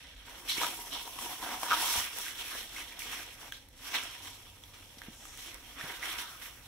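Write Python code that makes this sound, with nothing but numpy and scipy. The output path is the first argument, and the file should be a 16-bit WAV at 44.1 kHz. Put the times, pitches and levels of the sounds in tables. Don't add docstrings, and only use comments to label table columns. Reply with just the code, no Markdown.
import sys
import numpy as np
from scipy import signal
from scipy.io import wavfile

SR = 44100
rng = np.random.default_rng(int(sys.argv[2]) if len(sys.argv) > 2 else 0)


def master_out(mix):
    frames = np.transpose(np.atleast_2d(mix))
    ceiling = np.clip(frames, -1, 1)
    pcm = np.round(ceiling * 32767).astype(np.int16)
    wavfile.write(sys.argv[1], SR, pcm)


N = 294147


def from_db(db):
    return 10 ** (np.asarray(db) / 20)


def unit_level(x):
    return x / np.sqrt(np.mean(x ** 2) + 1e-20)


def in_time(rows):
    times_s, *columns = np.transpose(rows)
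    return [np.interp(np.arange(N) / SR, times_s, column) for column in columns]


def at_hz(rows, hz):
    pitches_hz, values = np.transpose(rows)
    return np.interp(np.log(hz), np.log(pitches_hz), values)


def drift(rate_hz):
    step = 40
    keep = np.exp(-2 * np.pi * rate_hz * step / SR)
    noise = rng.standard_normal(N // step + 2002)
    slow = signal.lfilter([1], [1, -2 * keep, keep * keep], noise)[2000:]
    return np.interp(np.arange(N) / step, np.arange(len(slow)), unit_level(slow))


def resonance(x, hz, width_hz):
    r = np.exp(-np.pi * width_hz / SR)
    feedback = [1, -2 * r * np.cos(2 * np.pi * hz / SR), r * r]
    return signal.lfilter(np.array([1, 0, -1]) * (1 - r * r) / 2, feedback, x)


def pan(left_over_right_db):
    return from_db(left_over_right_db * np.array([[.5], [-.5]]))


def add(out, start_s, sound):
    i = round(start_s * SR)
    out[:, i:i + sound.shape[-1]] += sound[..., :N - i]


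# pitch_hz, likeness (0 unrelated, 1 the same)
LIKENESS = [(30, 0.98), (60, 0.92), (130, 0.77), (640, 0.65), (1410, 0.86), (3100, 0.024), (6820, 0.0)]
# pitch_hz, left_over_right_db
BALANCE = [(60, -2), (480, 0), (950, 4.5), (1890, -4.5), (3770, -2), (7520, 0), (15000, -3)]

def shaped_noise(colour, envelope, flicker_db, tilt_db=0):
    low_hz, high_hz = colour[0][0], colour[-1][0]
    edges = np.geomspace(low_hz, high_hz, int(3 * np.log2(high_hz / low_hz)) + 2)
    out, white = 0, envelope * rng.standard_normal((2, 2, N))
    for k, (low, high) in enumerate(zip(edges, edges[1:])):
        band = signal.butter(2, [low, high], "band", fs=SR, output="sos")
        mid, side = signal.sosfilt(band, white[k % 2])
        hz = np.sqrt(low * high)
        octaves = np.log2(hz / np.sqrt(low_hz * high_hz))
        gain = from_db(at_hz(colour, hz) + flicker_db * drift(10.6) + tilt_db * octaves)
        alike = at_hz(LIKENESS, hz)
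        stereo = np.sqrt(1 + alike) * mid + np.sqrt(1 - alike) * side * [[1], [-1]]
        out = out + gain * pan(at_hz(BALANCE, hz)) * stereo
    return out / np.sqrt(np.mean(out.mean(0) ** 2))


# pitch_hz, level_db
RUMBLE_COLOUR = [(18, -8), (32, 6), (45, -10.5), (112, -1), (165, -12.5), (251, -9), (398, -27), (483, -4),
                 (577, -29), (700, -24), (910, -12)]

def room_rumble():
    return from_db(-60) * shaped_noise(RUMBLE_COLOUR, envelope=1, flicker_db=-0.7)


# time_s, lower_hum_db, upper_hum_db
HUM_LEVELS = [(0, -52, -85), (.45, -57, -86), (.6, -61, -95), (3.9, -61, -66), (4.2, -62, -62.5),
              (5.7, -62, -67), (5.9, -60, -70), (6.67, -59, -66)]
HUM_HZ, HUM_WIDTH_HZ = (48.6, 94.4), 19

def hums():
    out = 0
    for hz, level_db in zip(HUM_HZ, in_time(HUM_LEVELS)):
        narrow = resonance(rng.standard_normal(N), hz, HUM_WIDTH_HZ)
        out = out + from_db(level_db) * unit_level(resonance(narrow, hz, HUM_WIDTH_HZ))
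    return out


# time_s, whisper_db, crinkle_db
SETTLING = [(0, -60.5, -52.5), (.2, -64.5, -56.5), (.7, -47, -50), (1.1, -49.5, -53), (1.38, -55, -54.5),
            (2.7, -55.5, -52), (3.3, -54, -52), (3.601, -71, -67), (3.73, -70, -77), (4.15, -53, -51),
            (4.55, -60, -60), (5.1, -60, -59.5), (5.65, -57.5, -57.5), (6.28, -52.5, -53),
            (6.67, -61, -60.5)]
# full_strength_s, rise_s, hold_s, whisper_db, crinkle_db, drag_db,
# crinkle_tilt_db_per_octave
STROKES = [(0.266, 0.045, 0.29, -57, -58, -57, -6), (0.49, 0.028, .01, -39, -36, -57, 4),
           (0.573, 0.043, 0.015, -41, -38, -44.5, -1), (0.616, 0.037, 0.032, -38, -37.5, -37, 3),
           (0.927, 0.033, 0.034, -55.5, -42, -46.5, 9), (1.211, 0.12, 0.12, -44.5, -46.5, -46.5, -3),
           (1.427, 0.057, 0.12, -45, -43, -38.5, -1), (1.64, 0.21, 0.026, -41.5, -51, -42, 7),
           (1.707, 0.054, 0.062, -43.5, -38.5, -38, 6.5), (1.809, 0.24, .19, -34.5, -38, -37, 5.5),
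           (2.017, .05, 0.069, -61, -42, -58, -7), (2.171, 0.12, 0.042, -43, -46.5, -49, 9),
           (2.251, 0.17, 0.053, -47, -44, -73, -8), (2.39, 0.04, 0.22, -47, -44.5, -59, -2),
           (2.774, 0.14, 0.033, -49, -46.5, -55.5, -5.5), (2.994, .02, 0.032, -45, -44.5, -75, -4),
           (3.111, 0.18, 0.089, -48, -43.5, -52.5, -7), (3.413, 0.086, 0.064, -53, -50.5, -55, -5),
           (3.533, 0.012, 0.026, -57, -55.5, -66, 8), (3.874, 0.16, 0.064, -45.5, -44.5, -51.5, -3),
           (3.951, 0.052, 0.0023, -40.5, -31.5, -38.5, -1), (4.03, 0.035, 0.022, -50, -45.5, -48.5, -12),
           (4.251, 0.064, 0.026, -50, -52, -50.5, 8), (5.038, 0.058, 0.035, -73, -55.5, -63, -4),
           (5.256, 0.12, 0.12, -61.5, -56.5, -64.5, -2), (5.396, 0.048, 0.1, -51.5, -48, -61, 1),
           (5.787, 0.038, 0.047, -59, -46.5, -56, -10), (5.868, 0.22, 0.075, -52, -46.5, -49, -1),
           (6.039, 0.08, 0.09, -45.5, -39, -47.5, -4.5), (6.183, 0.008, 0.012, -44.5, -44, -47, 11),
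           (6.421, 0.035, 0.04, -51, -48, -58, -5.5)]
RISE_DB, FADE_DB_PER_S = (26, 22, 24.5), (108, 86, 131)
LET_GO_DB, LET_GO_S = (3.5, 4.5, 10), 0.032

def hand():
    t = np.arange(0, N, 32) / SR
    times_s, whisper_db, crinkle_db = np.transpose(SETTLING)
    resting_db = [np.interp(t, times_s, db) for db in (whisper_db, crinkle_db, whisper_db - 5.5)]
    power, brightness = from_db(resting_db) ** 2, 0
    for full_s, rise_s, hold_s, *levels_db, tilt_db in STROKES:
        rise_left = np.maximum(full_s - t, 0) / rise_s
        after_s = np.maximum(t - full_s - hold_s, 0)
        shape_db = -np.outer(RISE_DB, rise_left) - np.outer(FADE_DB_PER_S, after_s)
        shape_db -= np.outer(LET_GO_DB, 1 - np.exp(-after_s / LET_GO_S))
        stroke = from_db(shape_db + np.array(levels_db)[:, None]) ** 2
        power = power + stroke
        brightness = brightness + tilt_db * stroke[1]
    curves = (*(10 * np.log10(power)), brightness / power[1])
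    return [np.interp(np.arange(N) / SR, t, curve) for curve in curves]


def grains(per_s, spread_db, clump_db, fade_s):
    born = rng.random(N) < per_s * from_db(clump_db * drift(30)) / SR
    powers = from_db(spread_db * np.minimum(rng.exponential(1, N), 5)) ** 2
    keep = np.exp(-2 / (fade_s * SR))
    return unit_level(np.sqrt(signal.lfilter([1], [1, -keep], born * powers + 1e-9)))


def strip_clicks(per_s, spread_db, cycles):
    born = (rng.random(N) < per_s * from_db(4 * drift(8)) / SR) * rng.choice([-1, 1], N)
    sizes = born * from_db(spread_db * np.minimum(rng.exponential(1, N), 3))
    pitch_number, out = rng.integers(0, 16, size=N), np.zeros((2, N))
    for k, hz in enumerate(np.geomspace(1100, 13000, num=16)):
        ring = resonance(sizes * (pitch_number == k) + 1e-18, hz, hz / cycles)
        out += pan(rng.normal(-0.44, 2.8)) * ring * np.sqrt(cycles / hz)
    return unit_level(out)


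HOLLOW_HZ, HOLLOW_DB, HOLLOW_WIDTH_HZ = (953, 1323), (-6, -15.5), 310

def hollow_sheet(roughness, drag_db, drag_tilt_db):
    out, rub = 0, roughness * rng.standard_normal(N)
    for hz, level_db in zip(HOLLOW_HZ, HOLLOW_DB):
        ring = unit_level(resonance(resonance(rub, hz, HOLLOW_WIDTH_HZ), hz, HOLLOW_WIDTH_HZ))
        out = out + from_db(drag_db + level_db - 0.3 * drag_tilt_db + 2.1 * drift(22)) * ring
    return out


# pitch_hz, level_db
WHISPER_COLOUR = [(3500, -28), (4800, 3.5), (6000, 2.5), (9000, 4.5), (16000, 7.5)]
CRINKLE_COLOUR = [(1100, -7), (1700, 2), (2400, 6.5), (3400, 7.5), (4200, 1.5), (5500, -11)]
DRAG_COLOUR = [(450, -53), (700, 3.5), (950, -3), (1300, 5), (2200, 4)]
PUSH_COLOUR = [(100, -6), (170, -12), (260, 3), (370, 0.5), (600, 1), (850, -5.5)]
# time_s, whisper_tilt_db_per_octave, drag_tilt_db_per_octave, extra_push_db
GRIP = [(0, -6.5, 3, -0.5), (.6, -2, -4.5, 0), (1.3, -1.5, -10, 0.5), (1.8, -3, -1, -6), (2.5, -2.5, -4, 4),
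        (3.9, -5, 0.5, -1), (4.8, -2, -4, 0.5), (5.25, -3.5, 5, 3), (6.2, -2, 3.5, -1),
        (6.67, -0.5, 4.5, 0.5)]

def paper_rustle():
    whisper_db, crinkle_db, drag_db, crinkle_tilt_db = hand()
    whisper_tilt_db, drag_tilt_db, extra_push_db = in_time(GRIP)
    push_db = -53.5 + extra_push_db + 0.85 * (drag_db + 50)
    fine = grains(per_s=2500, spread_db=0.28, clump_db=2.3, fade_s=0.0097)
    coarse = grains(per_s=600, spread_db=1.5, clump_db=1.7, fade_s=0.0035)
    mixed = 0.65 * fine + 0.38 * coarse
    whisper = shaped_noise(WHISPER_COLOUR, fine, flicker_db=0.9, tilt_db=whisper_tilt_db)
    crinkle = shaped_noise(CRINKLE_COLOUR, mixed, flicker_db=1.7, tilt_db=crinkle_tilt_db)
    drag = shaped_noise(DRAG_COLOUR, coarse, flicker_db=2.5, tilt_db=drag_tilt_db)
    push = shaped_noise(PUSH_COLOUR, coarse, flicker_db=2.0)
    clicks = from_db(-9.5) * strip_clicks(per_s=160, spread_db=4.5, cycles=2.4)
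    strips = from_db(whisper_db) * whisper + from_db(crinkle_db) * (crinkle + clicks)
    cardboard = from_db(drag_db) * drag + hollow_sheet(coarse, drag_db, drag_tilt_db)
    return strips + cardboard + from_db(push_db) * push


# start_s, length_s, level_db, pitch_hz, width_hz
TONE_AND_SCUFFS = [(0.0, 0.39, -59, 1600, 190), (0.49, 0.084, -32.5, 4130, 600),
                   (2.506, 0.084, -39.5, 1630, 300), (3.11, 0.067, -37.5, 2170, 700),
                   (3.53, 0.066, -57, 1600, 80), (5.091, 0.48, -49.5, 6700, 2200),
                   (5.792, 0.059, -49, 1890, 500), (2.76, 0.084, -39, 2220, 600),
                   (4.732, 0.05, -49, 1700, 2500), (4.982, 0.011, -41.5, 3700, 2500),
                   (6.105, 0.29, -45, 1360, 300)]

def faint_tone_and_scuffs():
    out, t = np.zeros((2, N)), np.arange(SR // 2) / SR
    for start_s, length_s, level_db, hz, width_hz in TONE_AND_SCUFFS:
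        shared, left, right = resonance(rng.standard_normal((3, len(t))), hz, width_hz)
        band = unit_level(shared + np.array([left, right]))
        swell = 1 - np.exp(-t / (.003 + .6 * length_s ** 2))
        fade = np.clip(1 - t / length_s, 0, 1) ** .5
        add(out, start_s, from_db(level_db) * swell * fade * band)
    return out


# start_s, level_db, pitch_hz, ring_cycles, tick_db
SNAPS = [(0.4963, -21.5, 4000, 11, -20), (0.581, -25, 2270, 4.9, -20), (0.6162, -20.5, 940, 2, -19),
         (0.633, -21.5, 1280, 4.3, -18), (0.642, -26, 1260, 2.1, -12), (0.646, -22, 1260, 2, -8),
         (0.667, -28, 930, 1.9, 4), (0.936, -33, 3160, 2.9, 1), (1.077, -33.5, 900, 2.5, -7),
         (1.188, -31, 1030, 3, -2), (1.632, -15, 937, 0.91, -12.5), (1.7066, -19, 1300, 1.2, -20),
         (1.7116, -14.5, 1400, 2.6, -20), (1.7166, -14.5, 1250, 3.6, -24), (1.7222, -14, 1400, 4, -22),
         (1.7304, -15, 1300, 5, -24), (1.7398, -20, 1190, 1.5, -22), (1.826, -27, 905, 4, -20),
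         (1.978, -29, 950, 2.7, -20), (2.186, -42.5, 5600, 2.6, 20.5), (2.265, -31.5, 1580, 4.6, -19),
         (2.282, -30, 1980, 4.9, 1), (2.407, -34, 2000, 2.5, -1), (2.763, -31, 2170, 6, -15),
         (2.923, -35, 2310, 5.6, -22), (2.992, -49, 3000, 2.6, 20.5), (3.02, -33, 2300, 6, -6),
         (3.198, -35, 1600, 2.8, -8), (3.5222, -32, 3260, 6.6, -3), (3.5225, -29.5, 1625, 4.2, -5),
         (3.552, -40, 3330, 4, -10), (3.687, -63, 5510, 2, 21.5), (3.943, -22, 2270, 3.3, -11),
         (3.948, -24.5, 1730, 5, -11), (4.637, -38, 3330, 4.4, -8), (5.018, -29, 1720, 1.6, -13),
         (5.254, -37, 1250, 1.7, -1), (5.375, -52, 5600, 3, 18), (5.544, -56, 3300, 1.9, 25.5),
         (5.81, -31.5, 1806, 10, -27), (6.028, -24.5, 1990, 4.8, -33), (6.035, -28, 2150, 5, -28),
         (6.056, -29, 1820, 3.3, -8), (6.187, -25, 2850, 2.3, -9)]

def strip_snaps():
    out, t = np.zeros((2, N)), np.arange(800) / SR
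    rise = 1 - np.exp(-t / .0001)
    for start_s, level_db, hz, cycles, tick_db in SNAPS:
        tick_noise, crack_noise = rng.standard_normal((2, 2, len(t)))
        envelope = (1 - np.exp(-t * hz / 0.34)) * np.exp(-t * hz / cycles)
        overtone = from_db(.5 * tick_db - 7) * np.sin(2 * np.pi * 1.9 * hz * t)
        ring = from_db(2.5) * (np.sin(2 * np.pi * hz * t) + overtone) * envelope
        burst = crack_noise * np.exp(-t / 0.0014)
        crack = from_db(.5 * tick_db + 12) * resonance(burst, hz=2320, width_hz=720)
        tick = from_db(tick_db + 2.5) * np.diff(tick_noise, prepend=0) * np.exp(-t / 0.0007)
        add(out, start_s, from_db(level_db) * pan(at_hz(BALANCE, hz)) * rise * (ring + crack + tick))
    return out


# start_s, level_db, pitch_hz
THUDS = [(0.581, -24, 358), (1.977, -29, 80), (2.553, -29, 660), (3.203, -31, 650), (4.972, -36.5, 237),
         (5.084, -27, 220), (5.839, -30, 149), (5.844, -35, 400)]

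def cardboard_thuds():
    out, t = np.zeros((2, N)), np.arange(4000) / SR
    for start_s, level_db, hz in THUDS:
        envelope = (1 - np.exp(-t / 0.00014)) * np.exp(-t * hz / 0.99)
        add(out, start_s, from_db(level_db - 3) * np.sin(2 * np.pi * hz * t) * envelope)
    return out


ECHO_S, ECHO_DB = 0.13, -11.5

def room_echo(x):
    t = np.arange(int(.25 * SR)) / SR
    shared, apart = rng.standard_normal((2, len(t))) * from_db(-60 * t / ECHO_S) * (t > .002)
    bass = signal.sosfilt(signal.butter(2, 1700, "low", fs=SR, output="sos"), shared - apart)
    echoes = np.array([shared, apart + bass]) / np.sqrt(np.sum(shared ** 2))
    return from_db(ECHO_DB) * signal.fftconvolve(x, echoes, axes=1)[:, :N]


def scene():
    direct = paper_rustle() + strip_snaps() + faint_tone_and_scuffs() + cardboard_thuds()
    return from_db(-2.5) * direct + room_echo(direct) + room_rumble() + hums()


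# pitch_hz, width_hz, boost_db
HOUSING = [(289, 102, 3.5), (958, 606, 5), (3370, 750, 5), (4800, 600, -3.5), (5683, 500, 9),
           (7630, 350, 5), (9770, 640, 7), (11680, 350, 5.5)]
CUTOFF_HZ = 15720

def record(dry):
    for hz, width_hz, boost_db in HOUSING:
        dry = dry + (from_db(boost_db) - 1) * resonance(dry, hz, width_hz)
    treble_cut = signal.ellip(10, .5, 60, CUTOFF_HZ, fs=SR, output="sos")
    return signal.sosfilt(treble_cut, from_db(-3) * dry)


dry = scene()
out = record(dry)
master_out(out)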